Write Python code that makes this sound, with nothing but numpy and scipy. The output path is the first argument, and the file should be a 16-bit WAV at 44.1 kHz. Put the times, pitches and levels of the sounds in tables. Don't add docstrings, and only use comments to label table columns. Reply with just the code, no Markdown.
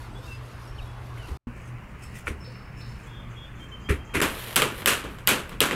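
import sys
import numpy as np
from scipy import signal
from scipy.fft import rfft, irfft, next_fast_len
from scipy.io import wavfile
from scipy.ndimage import uniform_filter1d, map_coordinates

SR = 44100
rng = np.random.default_rng(int(sys.argv[2]) if len(sys.argv) > 2 else 0)


def bounce(signal):
    frames = np.transpose(np.atleast_2d(signal))
    limited = np.clip(frames, -1, 1)
    pcm = np.round(limited * 32767).astype(np.int16)
    wavfile.write(sys.argv[1], SR, pcm)


N = 253675

# (start [s], end [s])
SILENCES = [(1.374, 1.4695), (4.208, 4.2145)]


def amp(db):
    return 10 ** (np.asarray(db) / 20)


def unit(x):
    return x / np.sqrt(np.mean(x ** 2) + 1e-20)


def along(points, hz):
    f, v = np.transpose(points)
    return np.interp(np.log(hz + 1), np.log(f + 1), v)


def add(track, start_s, x):
    part = track[round(start_s * SR):][:len(x)]
    part += x[:len(part)]


def wobble(rate_hz):
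    knots = rng.standard_normal(int(N * rate_hz / SR) + 4)
    return map_coordinates(knots, [np.arange(N) * rate_hz / SR])


def rush(spectrum, patchy_db):
    hz, _, z = signal.stft(rng.standard_normal(N + 4096), SR, nperseg=2048)
    field = uniform_filter1d(rng.standard_normal(z.shape), size=12, axis=0)
    field = uniform_filter1d(field, size=3, axis=1)
    gain_db = along(spectrum, hz)[:, None] + patchy_db * unit(field)
    return unit(signal.istft(z * amp(gain_db), nperseg=2048)[1][:N])


def burst(spectrum, decay, rise_s, tilt_db):
    hz, t, z = signal.stft(rng.standard_normal(SR // 2), SR, nperseg=256)
    colour = amp(along(spectrum, hz) + tilt_db * np.log2(hz / 2000 + 0.012))
    fade = amp(-60 * t / along(decay, hz)[:, None])
    x = signal.istft(z * unit(colour)[:, None] * fade, nperseg=256)[1][:SR // 2]
    return x * (1 - np.exp(-(np.arange(len(x)) / SR / rise_s) ** 2))


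def ring(modes, scatter_db, size=SR // 2):
    t = np.arange(size) / SR
    return sum(amp(db + scatter_db * rng.standard_normal() - 60 * t / t60_s) * np.sin(2 * np.pi * hz * t)
               for hz, db, t60_s in modes)


def strokes(rows, rise_db_s, fall_db_s):
    t = np.arange(N) / SR
    power = 0
    for start_s, length_s, db in rows:
        rise_db = rise_db_s * np.clip(start_s - t, 0, 1)
        fall_db = fall_db_s * np.clip(t - start_s - length_s, 0, 1)
        power = power + amp(db - rise_db - fall_db) ** 2
    return np.sqrt(power)


def part_index():
    return np.searchsorted([end_s for _, end_s in SILENCES], np.arange(N) / SR)


def air():
    # (frequency [Hz], level [dB per Hz])
    lawn_spectrum = [(15, -43), (25, -10.5), (48, 3), (92, -4.5), (150, -15), (340, -17.5), (600, -20.5),
                     (1000, -18), (2400, -28), (3340, -33.5), (7000, -46.5), (11600, -49.5), (16000, -63)]
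    yard_spectrum = [(15, -31), (25, -1.5), (59, 2.5), (92, -7), (123, -5), (200, -9), (301, -16.5),
                     (450, -19), (700, -23), (1100, -19.5), (2350, -24.5), (2900, -28), (3430, -42.5),
                     (5140, -43.5), (16000, -52.5)]
    # (lawn [dB], yard [dB])
    air_db = (-41, -41.5)
    lawn = amp(air_db[0]) * rush(lawn_spectrum, patchy_db=2.0)
    yard = amp(air_db[1]) * rush(yard_spectrum, patchy_db=1.5)
    return np.where(part_index() == 0, lawn, yard)


def hum():
    # (lawn [dB], yard [dB], by the fence [dB])
    hum_db = (-40.5, -46, -47)
    phase = 2 * np.pi * np.cumsum(120 + 1.34 * wobble(6.8)) / SR
    tone = np.sin(phase) + amp(-23) * np.sin(2 * phase)
    return amp(hum_db)[part_index()] * amp(3.5 * wobble(11)) * tone


def chips():
    # (time [s], level [dB])
    chip_rows = [(3.03, -66), (3.3, -65), (3.551, -67), (3.68, -66), (3.8, -63), (4.045, -62)]
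    out = np.zeros(N)
    spectrum = [(5500, -42), (6100, -2), (7400, -4), (8500, -35)]  # (Hz, dB per Hz)
    for start_s, db in chip_rows:
        add(out, start_s, amp(db) * burst(spectrum, [(6500, 0.63)], rise_s=0.0022, tilt_db=0))
    return out


def birds():
    # (time [s], length [s], start [Hz], end [Hz], level [dB])
    note_rows = [(0.103, 0.078, 8360, 8000, -69), (0.149, 0.041, 3300, 3540, -50.5),
                 (0.225, 0.043, 3542, 3780, -52), (.27, 0.097, 2730, 2660, -44),
                 (0.313, 0.062, 4950, 4940, -62), (.67, .03, 5600, 5400, -59),
                 (0.761, .017, 4300, 4500, -58), (0.783, 0.026, 3220, 2410, -42),
                 (0.812, 0.023, 3700, 3890, -53), (.85, 0.065, 3400, 3350, -56),
                 (1.18, 0.058, 3090, 2860, -49.5), (1.224, 0.038, 2920, 2650, -45.5),
                 (3.065, 0.15, 3364, 3230, -53.5), (3.08, 0.16, 3565, 3510, -56.5),
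                 (3.358, 0.11, 3310, 3300, -49), (3.37, 0.14, 3525, 3495, -56),
                 (3.595, 0.074, 3170, 3150, -49.5), (3.716, 0.052, 3095, 3060, -45.5),
                 (3.804, .08, 4900, 4880, -68), (3.84, 0.056, 3130, 3250, -48.5),
                 (3.965, 0.088, 3140, 3180, -54), (4.09, 0.051, 3200, 3200, -51)]
    # (time [s], level [dB])
    far_calls = [(2.02, -59.5), (2.402, -53.5), (2.769, -53)]
    # (delay [s], length [s], start [Hz], end [Hz], relative level [dB], echo re note [dB])
    call_notes = [(0.0, 0.085, 5346, 5246, 2, 0), (0.034, .021, 3480, 5080, -3.5, 10)]
    middle_note_db, middle_echo_db = -54, -3
    nearer_drier = 0.5

    notes = [(*row, middle_echo_db - nearer_drier * (row[-1] - middle_note_db)) for row in note_rows]
    for call_s, call_db in far_calls:
        for delay_s, length_s, start_hz, end_hz, rel_db, echo_db in call_notes:
            notes.append((call_s + delay_s, length_s, start_hz, end_hz, call_db + rel_db, echo_db))

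    out, t = np.zeros(N), np.arange(SR // 2) / SR
    waver_hz, flutter = 22 * wobble(120), amp(2 * wobble(90))
    for start_s, length_s, start_hz, end_hz, db, echo_db in notes:
        u = np.arange(int(length_s * SR)) / (length_s * SR)
        here = slice(round(start_s * SR), round(start_s * SR) + len(u))
        hz = start_hz + (end_hz - start_hz) * u + waver_hz[here]
        swell = np.sin(np.pi * u) ** 0.3
        note = flutter[here] * swell * np.sin(2 * np.pi * np.cumsum(hz) / SR)
        tail = rng.standard_normal(len(t)) * amp(-60 * t / 0.95)
        echo = signal.fftconvolve(note, tail / np.linalg.norm(tail))
        add(out, start_s, amp(db) * note)
        add(out, start_s, amp(db + echo_db) * echo)
    return out


def friction():
    # (start [s], length [s], level [dB])
    step_rows = [(0.0, 0.049, -58.5), (.26, 0.076, -57.5), (.464, .07, -63), (.62, 0.067, -63),
                 (.82, .05, -64.5), (1.066, .01, -64), (1.172, 0.009, -64), (1.245, .01, -65),
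                 (1.284, 0.0045, -55.5), (1.35, .02, -64)]
    scrape_rows = [(1.57, 0.12, -60), (1.9, .01, -66), (1.99, .01, -63), (2.03, 0.016, -49),
                   (2.09, 0.035, -59), (2.155, 0.039, -46), (2.276, 0.014, -44.5), (2.4, 0.13, -65),
                   (2.79, 0.023, -54), (2.86, 0.23, -60), (3.3, .03, -67), (3.45, .01, -66),
                   (3.6, 0.045, -61)]
    glide_rows = [(4.23, 0.3, -40), (4.62, .1, -57), (4.72, .04, -49), (4.787, 0.016, -40),
                  (5.11, .04, -56), (5.47, 0.035, -60), (5.73, .02, -51)]
    # (frequency [Hz], level [dB per Hz])
    grass_spectrum = [(1000, -26), (2500, 1), (5000, 2), (8000, -3.5), (12000, -3.5), (16000, -17)]
    grit_spectrum = [(710, -28), (1200, -13), (2710, -1.5), (3870, -22.5), (6950, -11), (11200, -19.5),
                     (16000, -29)]
    glide_spectrum = [(180, -34), (300, -13), (440, -3.5), (1210, -8), (1360, -6.5), (3290, -7),
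                      (6200, -21), (12700, -11.5), (16000, -30)]
    grass_stir_db = -71.5
    glide_rest_db = -72

    steps = strokes(step_rows, rise_db_s=157, fall_db_s=253) + amp(grass_stir_db)
    scrapes = strokes(scrape_rows, rise_db_s=700, fall_db_s=384)
    glides = strokes(glide_rows, rise_db_s=300, fall_db_s=250) + amp(glide_rest_db)
    grass = steps * amp(2.0 * wobble(310)) * rush(grass_spectrum, patchy_db=3.0)
    soles = scrapes * amp(2.3 * wobble(300)) * rush(grit_spectrum, patchy_db=4.0)
    puck = glides * amp(2.0 * wobble(370)) * rush(glide_spectrum, patchy_db=1.5)
    return np.choose(part_index(), [grass, soles, puck])


def knocks():
    # (time [s], frequency [Hz], level [dB], t60 [s])
    knock_rows = [(1.471, 238, -27, 0.13), (2.475, 508, -41.5, 0.18)]
    out = np.zeros(N)
    for start_s, *mode in knock_rows:
        add(out, start_s, ring([mode], scatter_db=0.5))
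    return out


def ball():
    # (time [s], slap [dB], scuff [dB], boom [dB], thud [dB])
    kick_rows = [(1.17, -52, -45, -57, -47), (1.282, -44, -46.5, -54, -34.5), (1.312, -60, -54, -25.5, -36),
                 (2.27, -16.5, -31.5, -26.5, -35), (2.279, -17.5, -42, -41, -28),
                 (2.305, -50, -58, -24.5, -27.5), (2.556, -36, -53, -51, -40),
                 (3.8887, -22, -24, -23.5, -21.5), (3.9031, -25, -28.5, -10, -16),
                 (3.918, -40, -42, -41, -21), (4.137, -29, -26.5, -46, -33), (4.145, -40, -19.5, -27, -22),
                 (4.163, -29, -26, -19.5, -21.5), (4.199, -44, -17, -31, -18)]
    # (frequency [Hz], level [dB], t60 [s])
    air_modes = [(73.6, -1.5, 0.18), (94.6, -2.5, 0.1), (142, -8, 0.1)]
    shell_modes = [(238, -4.5, 0.094), (303.3, -7, 0.094), (406, -2, 0.068), (475, -6.5, 0.05)]
    skin_modes = [(1140, -43, 0.0084), (1430, 0.5, 0.013), (1870, 0, .01), (2290, 4.5, 0.0084),
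                  (3832, -24, .008)]
    # (frequency [Hz], level [dB per Hz])
    scuff_spectrum = [(120, -35), (200, 6.5), (465, 0), (696, -28), (1160, -4), (1590, -7), (2170, -3),
                      (4770, -27.5), (11100, -24.5), (16000, -45)]
    # (frequency [Hz], t60 [s])
    scuff_decay = [(300, 0.3), (2000, 0.2), (10000, 0.19)]

    out, t = np.zeros(N), np.arange(SR // 2) / SR
    slap_onset, low_onset = 1 - np.exp(-t / 0.0007), 1 - np.exp(-t / 0.0037)
    for start_s, slap_db, scuff_db, boom_db, thud_db in kick_rows:
        boom = amp(boom_db) * ring(air_modes, scatter_db=2)
        thud = amp(thud_db) * ring(shell_modes, scatter_db=3.5)
        slap = amp(slap_db) * ring(skin_modes, scatter_db=1.5)
        scuff = amp(scuff_db) * burst(scuff_spectrum, scuff_decay, rise_s=0.004, tilt_db=1.0)
        add(out, start_s, slap * slap_onset + (boom + thud) * low_onset)
        add(out, start_s, scuff)
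    return out


def crack(tilt_db):
    # (frequency [Hz], level before tilt [dB], t60 [s])
    blade_modes = [(1320, -5, 0.0059), (2060, -0.5, 0.0065), (3055, 3, 0.0059), (3865, -9, 0.016),
                   (4860, -10.5, 0.012), (8030, -1, 0.0067), (9880, -5.5, 0.0081), (12240, 5, 0.0037)]
    t = np.arange(SR // 30) / SR
    modes = [(hz * (1 + 0.054 * rng.standard_normal()), db + tilt_db * np.log2(hz / 2000), t60_s)
             for hz, db, t60_s in blade_modes]
    snap = np.diff(rng.standard_normal(len(t) + 1)) * amp(-6 + 2.5 * tilt_db - 60 * t / 0.006)
    onset = 1 - np.exp(-t / 0.00028)
    x = (ring(modes, scatter_db=3, size=len(t)) + snap) * onset
    return x / np.abs(x[:SR // 500]).max()


def stick():
    # (time [s], crack peak [dB], rattle [dB], brightness tilt [dB per octave])
    blow_rows = [(4.2155, -11, -19.5, -2.5), (4.5085, -26, -45, -6), (4.5595, -3, -18.5, 3.5),
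                 (4.5639, -1.5, -22, 0.5), (4.577, -14, -30.5, -10), (4.6201, -5.5, -24.5, -2.5),
                 (4.625, -11, -26.5, -12.5), (4.82, -23.5, -39, -11), (4.8592, -2, -24, -1),
                 (4.871, -24, -15, 4), (5.0367, -40, -33, -11), (5.186, -33, -47.5, -4.5),
                 (5.269, -34, -50, 0), (5.2734, -0.5, -17, 2), (5.2898, -6.5, -22, 3.5),
                 (5.312, -9.5, -26, -8.5), (5.494, -28, -46, -3), (5.518, -30.5, -38.5, -14),
                 (5.551, -45, -58, -4), (5.605, 1.5, -19.5, -1.2), (5.612, -26, -20.5, -1.5),
                 (5.7107, -11.5, -24, -10.5)]
    # (frequency [Hz], level [dB per Hz])
    sheet_spectrum = [(47, -50), (80, -6.5), (271, -9), (338, -3.5), (413, -3), (601, -9), (702, -16),
                      (1070, -7), (1670, -5), (1820, -12), (2780, -6.5), (5170, -20.5), (8230, -16),
                      (12800, -18.5), (16000, -36)]
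    # (frequency [Hz], t60 [s])
    sheet_decay = [(150, 0.39), (400, 0.43), (1000, 0.42), (2800, 0.37), (7000, .3), (14000, 0.26)]
    rise_s, tilt_share = 0.0025, 0.29

    cracks, rattle = np.zeros(N), np.zeros(N)
    for start_s, crack_db, rattle_db, tilt_db in blow_rows:
        sheet_tilt_db = tilt_share * tilt_db
        add(cracks, start_s, amp(crack_db) * crack(tilt_db))
        add(rattle, start_s, amp(rattle_db) * burst(sheet_spectrum, sheet_decay, rise_s, sheet_tilt_db))
        for late_s, drop_db in rng.random((7, 2)) * [0.07, 8]:
            slap_db = rattle_db + 11.0 - drop_db - 640 * late_s
            add(rattle, start_s + rise_s + late_s, amp(slap_db) * crack(sheet_tilt_db - 6))
    return cracks + rattle * amp(1.2 * wobble(500))


def scene():
    background = air() + hum() + chips() + birds()
    return (background + friction() + knocks() + ball() + stick())[None]


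def record(dry):
    t = np.arange(N) / SR
    gate = np.ones(N)
    for start_s, end_s in SILENCES:
        gate *= np.clip(np.maximum(start_s - t, t - end_s) / 0.0021, 0.004, 1)
    held = dry / (1 + np.abs(dry / 0.8) ** 6) ** (1 / 6)
    m = next_fast_len(N + 4096)
    above = np.clip(np.fft.rfftfreq(m, 1 / SR) / 16000 - 0.97, 0, 1)
    return irfft(rfft(held * gate, m) * amp(-12000 * above ** 2), m)[:, :N]


dry = scene()
out = record(dry)
bounce(out)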